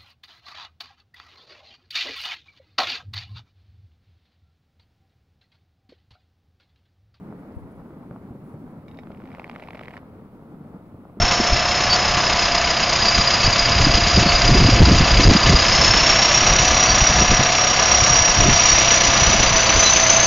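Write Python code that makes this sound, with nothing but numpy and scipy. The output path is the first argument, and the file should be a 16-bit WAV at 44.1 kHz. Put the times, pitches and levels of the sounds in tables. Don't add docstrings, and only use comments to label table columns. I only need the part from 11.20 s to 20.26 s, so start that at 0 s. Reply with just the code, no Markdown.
import sys
import numpy as np
from scipy import signal
from scipy.fft import rfft, irfft, next_fast_len
from scipy.io import wavfile
from scipy.ndimage import uniform_filter1d

SR = 44100
rng = np.random.default_rng(int(sys.argv[2]) if len(sys.argv) > 2 else 0)


def master(y):
    cut = np.clip(np.atleast_2d(y).T, -1, 1)
    pcm = np.round(cut * 32767)
    wavfile.write(sys.argv[1], SR, pcm.astype(np.int16))


N = 399546
TIME = np.arange(N) / SR

# t/s, speed/rpm
CRANK_SPEED = [(0.0, 960.5), (0.4, 971.8), (0.8, 987.1), (1.25, 953.9), (2.55, 941.3), (3.35, 958.8),
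               (4.25, 930.2), (4.45, 943.5), (4.65, 946.0), (5.2, 979.8), (5.65, 1005.6), (6.2, 990.8),
               (6.85, 989.9), (7.4, 950.0), (7.95, 926.9), (8.65, 888.5), (9.06, 902.0)]
# knock/dB, hiss/dB, turbo surge at low boost/dB, surge at high boost/dB,
# pitch shift of the surge at low boost/Hz, choke of the blade tone/dB
CYLINDER_BALANCE = [(4.5, 2, 2, -3, -90, -3), (7, 7.5, -6.5, 1, 11, -12), (4, 3.5, 2.7, -2.5, -40, -2),
                    (3.5, -2, -10.5, -2, 15, -9.5)]
# t/s, relative roar level/dB, clatter level/dB
ENGINE_LEVELS = [(0, -24, -26), (.5, -25.5, -25), (.92, -24, -25), (1.5, -25.5, -24.5), (2.1, -24.5, -24),
                 (3.1, -24, -22), (3.7, -24, -23), (4.7, -22, -20.5), (5.25, -22.5, -21.5),
                 (6.2, -23, -22.5), (7.1, -23.5, -23), (7.47, -23, -19.5), (8, -22, -21),
                 (9.06, -23, -21.5)]
# f/Hz, relative level/dB
ROAR_SPECTRUM = [(60, -1.5), (140, -10.5), (260, -4.5), (420, -9), (540, -1), (680, 1), (830, -1.5),
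                 (1100, -2), (1600, -2.5), (2100, -8), (3200, -32.5)]
# f/Hz, relative level/dB
CLATTER_SPECTRUM = [(1100, -26), (1800, -8), (2200, -2.5), (2700, -2.5), (3500, -4), (5000, -7),
                    (7000, -38)]
# f/Hz, width/Hz, lift/dB
COVER_MODES = [(1013, 83, 4.5), (1195, 150, 4.5), (1717, 47, 6), (2017, 180, 3.5), (2234, 290, 3),
               (2645, 240, 5), (2920, 160, 2.5)]
# order/(cycles per crank turn), mean level/dB
ENGINE_ORDERS = [(4, -39), (6, -42.5), (7.5, -41.7), (8, -39), (10, -46), (22, -47), (35.5, -43.5)]
# f/Hz, relative level/dB
PIPE_SPECTRUM = [(450, -35.5), (600, -9.5), (665, 0.5), (730, -6), (900, -36.5)]
# f/Hz, relative level/dB
HISS_SPECTRUM = [(1500, -29.5), (3000, -2), (4000, 0), (4700, 0), (5500, 2), (6200, -0.5), (6800, 2),
                 (7300, -14)]
# t/s, f/Hz
BLADE_PITCH = [(0, 5406), (0.7, 5157), (1.4, 5000), (1.9, 4930), (2.9, 4933), (4.0, 4900), (4.35, 4945),
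               (4.9, 5500), (5.5, 5780), (6.4, 5655), (7.5, 5725), (8.2, 5887), (9.06, 6212)]
# t/s, relative level/dB
TREBLE_SWELL = [(0, -22.5), (0.55, -24.5), (1.15, -23.5), (1.55, -26), (1.9, -19.5), (2.4, -21),
                (3.25, -19.5), (3.55, -23.5), (4.2, -22), (5.1, -17.5), (5.35, -19), (5.95, -16),
                (6.15, -23), (6.85, -16), (7.2, -18), (7.55, -13.5), (7.9, -18.5), (8.53, -20.5),
                (8.68, -14.5), (9.06, -15)]
# t/s, level/dB
GEAR_LEVELS = [(0, -28.5), (.8, -30.5), (2.3, -32.5), (3.05, -27.5), (4.2, -34.5), (4.8, -34), (5.95, -26),
               (6.4, -30), (6.75, -28), (7.7, -29), (9.06, -29.5)]
# peak t/s, f/Hz, nominal level/dB, half duration/s
TRACK_SQUEAKS = [(0.73, 4595, -15.3, 0.06), (1.883, 4670, -24, .09), (2.25, 4595, -18.5, 0.052),
                 (3.09, 4430, -23, 0.072), (5.697, 4580, -21.5, 0.08), (6.56, 4650, -27, .04),
                 (7.378, 4650, -25, 0.025), (7.505, 4470, -25.5, 0.08), (8.278, 4730, -22, 0.04),
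                 (8.40, 4620, -23.5, .018), (8.475, 4660, -26, .04), (8.55, 4700, -24.5, .025),
                 (8.673, 4012, -17.5, 0.06)]
# peak t/s, 1/e half width/s, nominal level/dB
WIND_GUSTS = [(0.02, .07, -19), (.34, 0.032, -18.5), (1.98, 0.03, -21), (2.27, 0.042, -18.5),
              (2.68, 0.26, -18.5), (3.01, 0.11, -17.5), (3.38, 0.22, -12), (3.618, 0.019, -1.5),
              (3.69, 0.15, -10), (3.96, 0.065, -11.5), (4.075, 0.05, -4.5), (4.31, 0.07, -10.5),
              (4.66, 0.27, -23), (5.38, 0.19, -19), (5.81, 0.15, -20), (6.06, 0.086, -13),
              (6.9, 0.17, -23.5), (7.25, 0.093, -14.5), (8.1, 0.26, -20.5), (8.59, .035, -18)]
# f/Hz, relative level/dB
WIND_SPECTRUM = [(5, -28), (25, 2.5), (60, 0), (110, -3), (200, -11.5), (350, -23.5), (700, -28),
                 (2000, -61.5)]
# peak t/s, level/dB
EDDY_STRIKES = [(.206, -14.5), (2.67, -11.5), (2.779, -18), (2.981, -5), (3.03, -15), (3.068, -14),
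                (3.292, -13), (3.35, -14), (3.405, -16), (3.452, -12), (3.491, -10), (3.72, -7),
                (3.808, -13), (4.116, -9), (4.159, -6.5), (4.272, -16), (4.298, -12), (4.329, -8.5),
                (5.775, -20), (6.02, -13), (6.13, -18), (6.204, -9), (7.29, -11.5)]


def block_roar(pulses, ring_s, knock_db, steady, grit_db):
    knock = unit(bandpass(ringing(pulses, ring_s), 150, 600))
    rumble = noise() * (steady + puffs(pulses, rise_s=0.0023, decay_s=0.021)) * undb(grit_db * walk(700))
    return colour(unit(rumble) + undb(knock_db) * knock, ROAR_SPECTRUM, COVER_MODES)


def cover_clatter(pulses, ring_s, knock_db, steady, grit_db):
    knock = unit(ringing(pulses, ring_s))
    rattle = noise() * (steady + puffs(pulses, rise_s=0.001, decay_s=0.014)) * undb(grit_db * walk(700))
    return colour(unit(rattle) + undb(knock_db) * knock, CLATTER_SPECTRUM, COVER_MODES)


def firings(turns, cylinder_db, scatter_db, jitter_s):
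    onsets = np.flatnonzero(np.diff(np.floor(2 * turns)))
    cylinder = (2 * turns[onsets + 1]).astype(int) % len(cylinder_db)
    size, lateness = rng.standard_normal((len(onsets), 2)).T
    onsets = np.clip(onsets + (lateness * jitter_s * SR).astype(int), 0, N - 1)
    pulses = np.zeros(N)
    pulses[onsets] = undb(cylinder_db[cylinder] + scatter_db * size)
    return pulses


def ringing(pulses, decay_s):
    t = TIME[:SR // 10]
    return signal.fftconvolve(pulses, rng.standard_normal(len(t)) * np.exp(-t / decay_s))[:N]


def puffs(pulses, rise_s, decay_s):
    t = TIME[:SR // 10]
    puff = (1 - np.exp(-(t / rise_s) ** 2)) * np.exp(-t / decay_s)
    return unit(signal.fftconvolve(pulses, puff)[:N])


def engine_hum(turns, waver_db):
    return sum(np.sqrt(2) * undb(db + waver_db * walk(9))
               * np.sin(2 * np.pi * order * turns + .5 * walk(12)) for order, db in ENGINE_ORDERS)


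def pipe_drone(pulses, boost, base_db, boost_db):
    flow = noise() * (2 + puffs(pulses, rise_s=0.003, decay_s=0.02))
    return undb(base_db + boost_db * np.sqrt(boost)) * colour(flow, PIPE_SPECTRUM)


def exhaust_hiss(pulses, steady, grit_db):
    flow = steady + puffs(pulses, rise_s=0.0058, decay_s=0.016)
    return colour(noise() * flow * undb(grit_db * walk(500)), HISS_SPECTRUM)


def turbo_load(blade_hz):
    boost = (blade_hz - np.min(blade_hz)) / np.ptp(blade_hz)
    return boost, uniform_filter1d(np.gradient(boost, TIME), size=16000)


def turbo_tone(turns, blade_hz, boost, strain, waver_db, rough_db):
    lead, width = .07, .14
    depth_db = np.transpose(CYLINDER_BALANCE)[5]
    firing, offset = np.divmod(2 * turns + lead + .5, 1)
    choke_db = depth_db[firing.astype(int) % len(depth_db)] * np.exp(-((offset - .5) / width) ** 2)
    drift_hz = 7 * walk(25) + (13 * boost + 60 * strain) * walk(130)
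    tone = np.sin(phase_of(blade_hz + drift_hz))
    return unit(tone * undb(waver_db * np.tanh(walk(28)) + rough_db * walk(200) + choke_db))


def turbo_surges(turns, blade_hz, boost, strain, rough_db, skirt_db, air_db):
    low_db, high_db, shift_hz = np.transpose(CYLINDER_BALANCE)[2:5]
    blend = np.minimum(2 * boost, 1)
    short = puffs(firings(turns, low_db, scatter_db=1.0, jitter_s=0.0003), rise_s=0.011, decay_s=0.004)
    long = puffs(firings(turns, high_db, scatter_db=0.8, jitter_s=0.0007), rise_s=0.0085, decay_s=0.0088)
    pressure = (1 - blend) * short + blend * long
    slope = unit(np.gradient(uniform_filter1d(pressure, size=180)))
    cylinder_hz = shift_hz[(2 * turns).astype(int) % len(shift_hz)] * (1 - blend)
    rasp = 1 + 0.6 * boost + strain
    phase = phase_of(blade_hz + cylinder_hz + rasp * (24 * slope + 22 * walk(220)))
    chirps = np.sin(phase) * pressure * undb(rough_db * walk(180))
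    skirt = (np.sin(phase) * walk(380) + np.cos(phase) * walk(380)) * (1 + long) * rasp ** 2
    air = (np.sin(phase) * walk(1500) + np.cos(phase) * walk(1500)) * (1 + long)
    return unit(chirps) + undb(skirt_db) * unit(skirt) + undb(air_db) * unit(air)


def gear_whine(turns, teeth, backlash_rad, waver_db):
    level_db, = curves(GEAR_LEVELS)
    mesh = 2 * np.pi * teeth * turns
    return np.sqrt(2) * undb(level_db + waver_db * walk(14)) * np.sin(mesh + backlash_rad * walk(30))


def track_squeaks(rough_db, rub_hz, rub_db, nearing_db_per_s):
    wobble_hz = 20 * walk(160)
    grip = undb(rough_db * walk(100))
    rubbing = np.sin(phase_of(rub_hz + 45 * walk(12) + 6 * wobble_hz))
    out = undb(rub_db + nearing_db_per_s * TIME) * np.minimum(np.abs(walk(36)), 1.3) * rubbing
    for peak_s, hz, db, half_s in TRACK_SQUEAKS:
        span = np.abs(TIME - peak_s) < half_s
        envelope = np.cos(np.pi / 2 * (TIME[span] - peak_s) / half_s) ** 4
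        out[span] += undb(db) * envelope * np.sqrt(2) * np.sin(phase_of(hz + wobble_hz[span]))
    return out * grip


def wind(breeze_db, wander_db, eddy_db, bright_db, lumpy_db):
    strength = np.hypot(swells(WIND_GUSTS), undb(breeze_db + wander_db * walk(6.5)))
    rumble = levelled(colour(noise(), WIND_SPECTRUM) * undb(lumpy_db * walk(40)), samples=6000)
    flutter = unit(bandpass(noise(), 120, 380)) * undb(eddy_db * walk(45))
    return strength * (rumble + undb(bright_db) * np.sqrt(strength) * flutter)


def buffets(half_s):
    envelope = swells([(peak_s, half_s, db) for peak_s, db in EDDY_STRIKES])
    eddies = colour(noise(), [(40, -16), (180, 3), (330, -8), (600, -24), (1500, -45)])
    return envelope * levelled(eddies, samples=1500)


def swells(table):
    return np.sqrt(sum((undb(db) * np.exp(-((TIME - s) / half) ** 2)) ** 2 for s, half, db in table))


def colour(x, spectrum, modes=()):
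    size = next_fast_len(N, True)
    f = np.maximum(np.fft.rfftfreq(size, 1 / SR), 1)
    hz, db = np.transpose(spectrum)
    gain_db = np.interp(np.log(f), np.log(hz), db)
    for centre, width, lift in modes:
        gain_db += lift / (1 + (2 * (f - centre) / width) ** 2)
    return unit(irfft(rfft(x, size) * undb(gain_db))[:N])


def bandpass(x, low_hz, high_hz):
    return signal.sosfilt(signal.butter(2, [low_hz, high_hz], "band", fs=SR, output="sos"), x)


def phase_of(hz):
    return 2 * np.pi * np.cumsum(hz) / SR


def curves(table):
    times, *columns = np.transpose(table)
    return [np.interp(TIME, times, column) for column in columns]


def noise():
    return rng.standard_normal(N)


def walk(rate):
    return unit(np.interp(TIME * rate, np.arange(20000), rng.standard_normal(20000)))


def levelled(x, samples):
    return x / np.sqrt(uniform_filter1d(x ** 2, size=samples))


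def unit(x):
    return x / np.sqrt(np.mean(x ** 2))


def undb(db):
    return 10 ** (np.asarray(db) / 20)


def scene():
    rpm, = curves(CRANK_SPEED)
    turns = np.cumsum(rpm / 60) / SR + .752
    blade_hz, = curves(BLADE_PITCH)
    boost, strain = turbo_load(blade_hz)
    rising = np.maximum(strain, 0)
    roar_db, clatter_db = curves(ENGINE_LEVELS)
    treble_db, = curves(TREBLE_SWELL)
    effort_db = roar_db - np.mean(roar_db)
    swell_db = treble_db - np.mean(treble_db)
    knock_db, hiss_db = np.transpose(CYLINDER_BALANCE)[:2]
    pulses = firings(turns, knock_db, scatter_db=1.1, jitter_s=.0005)
    exhausts = firings(turns, hiss_db, scatter_db=1.0, jitter_s=.0005)

    block = undb(roar_db + 2.5) * block_roar(pulses, ring_s=.028, knock_db=-15.5, steady=2.9, grit_db=.9)
    covers = undb(clatter_db) * cover_clatter(pulses, ring_s=.014, knock_db=-5.5, steady=1.8, grit_db=1)
    hiss = exhaust_hiss(exhausts, steady=1.9, grit_db=2.0)
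    hiss *= undb(-23.5 + effort_db + 1.5 * strain + 0.27 * swell_db)
    tone = turbo_tone(turns, blade_hz, boost, rising, waver_db=3.2, rough_db=1.2)
    tone *= undb(-25.7 + 0.95 * swell_db - 4 * rising)
    surges = turbo_surges(turns, blade_hz, boost, rising, rough_db=1.2, skirt_db=-4.5, air_db=-7.5)
    surges *= undb(-24 + 0.87 * swell_db)
    squeaks = track_squeaks(rough_db=2.5, rub_hz=4660, rub_db=-38, nearing_db_per_s=1.0)
    whine = gear_whine(turns, teeth=44, backlash_rad=0.35, waver_db=1.5)
    treble = undb(.5 * walk(20)) * (hiss + tone + surges + squeaks)
    hum = undb(effort_db) * engine_hum(turns, waver_db=3.0)
    drone = pipe_drone(pulses, boost, base_db=-39.5, boost_db=9)
    gusts = wind(breeze_db=-35, wander_db=3.5, eddy_db=6.5, bright_db=-9.5, lumpy_db=5.0)
    mono = block + covers + hum + whine + drone + treble + gusts + buffets(half_s=0.0076)
    return np.array([mono, mono])


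def record(dry):
    bass = signal.sosfiltfilt(signal.butter(2, 1500, fs=SR, output="sos"), dry)
    overload_gain = (1 + (bass / .6) ** 6) ** (-1 / 6)
    squashed = bass * overload_gain + (dry - bass) * overload_gain ** 1.7
    rounded = squashed / (1 + (squashed / .69) ** 8) ** (1 / 8)
    return signal.sosfilt(signal.ellip(10, .2, 90, 7250, fs=SR, output="sos"), rounded)


dry = scene()
out = record(dry)
master(out)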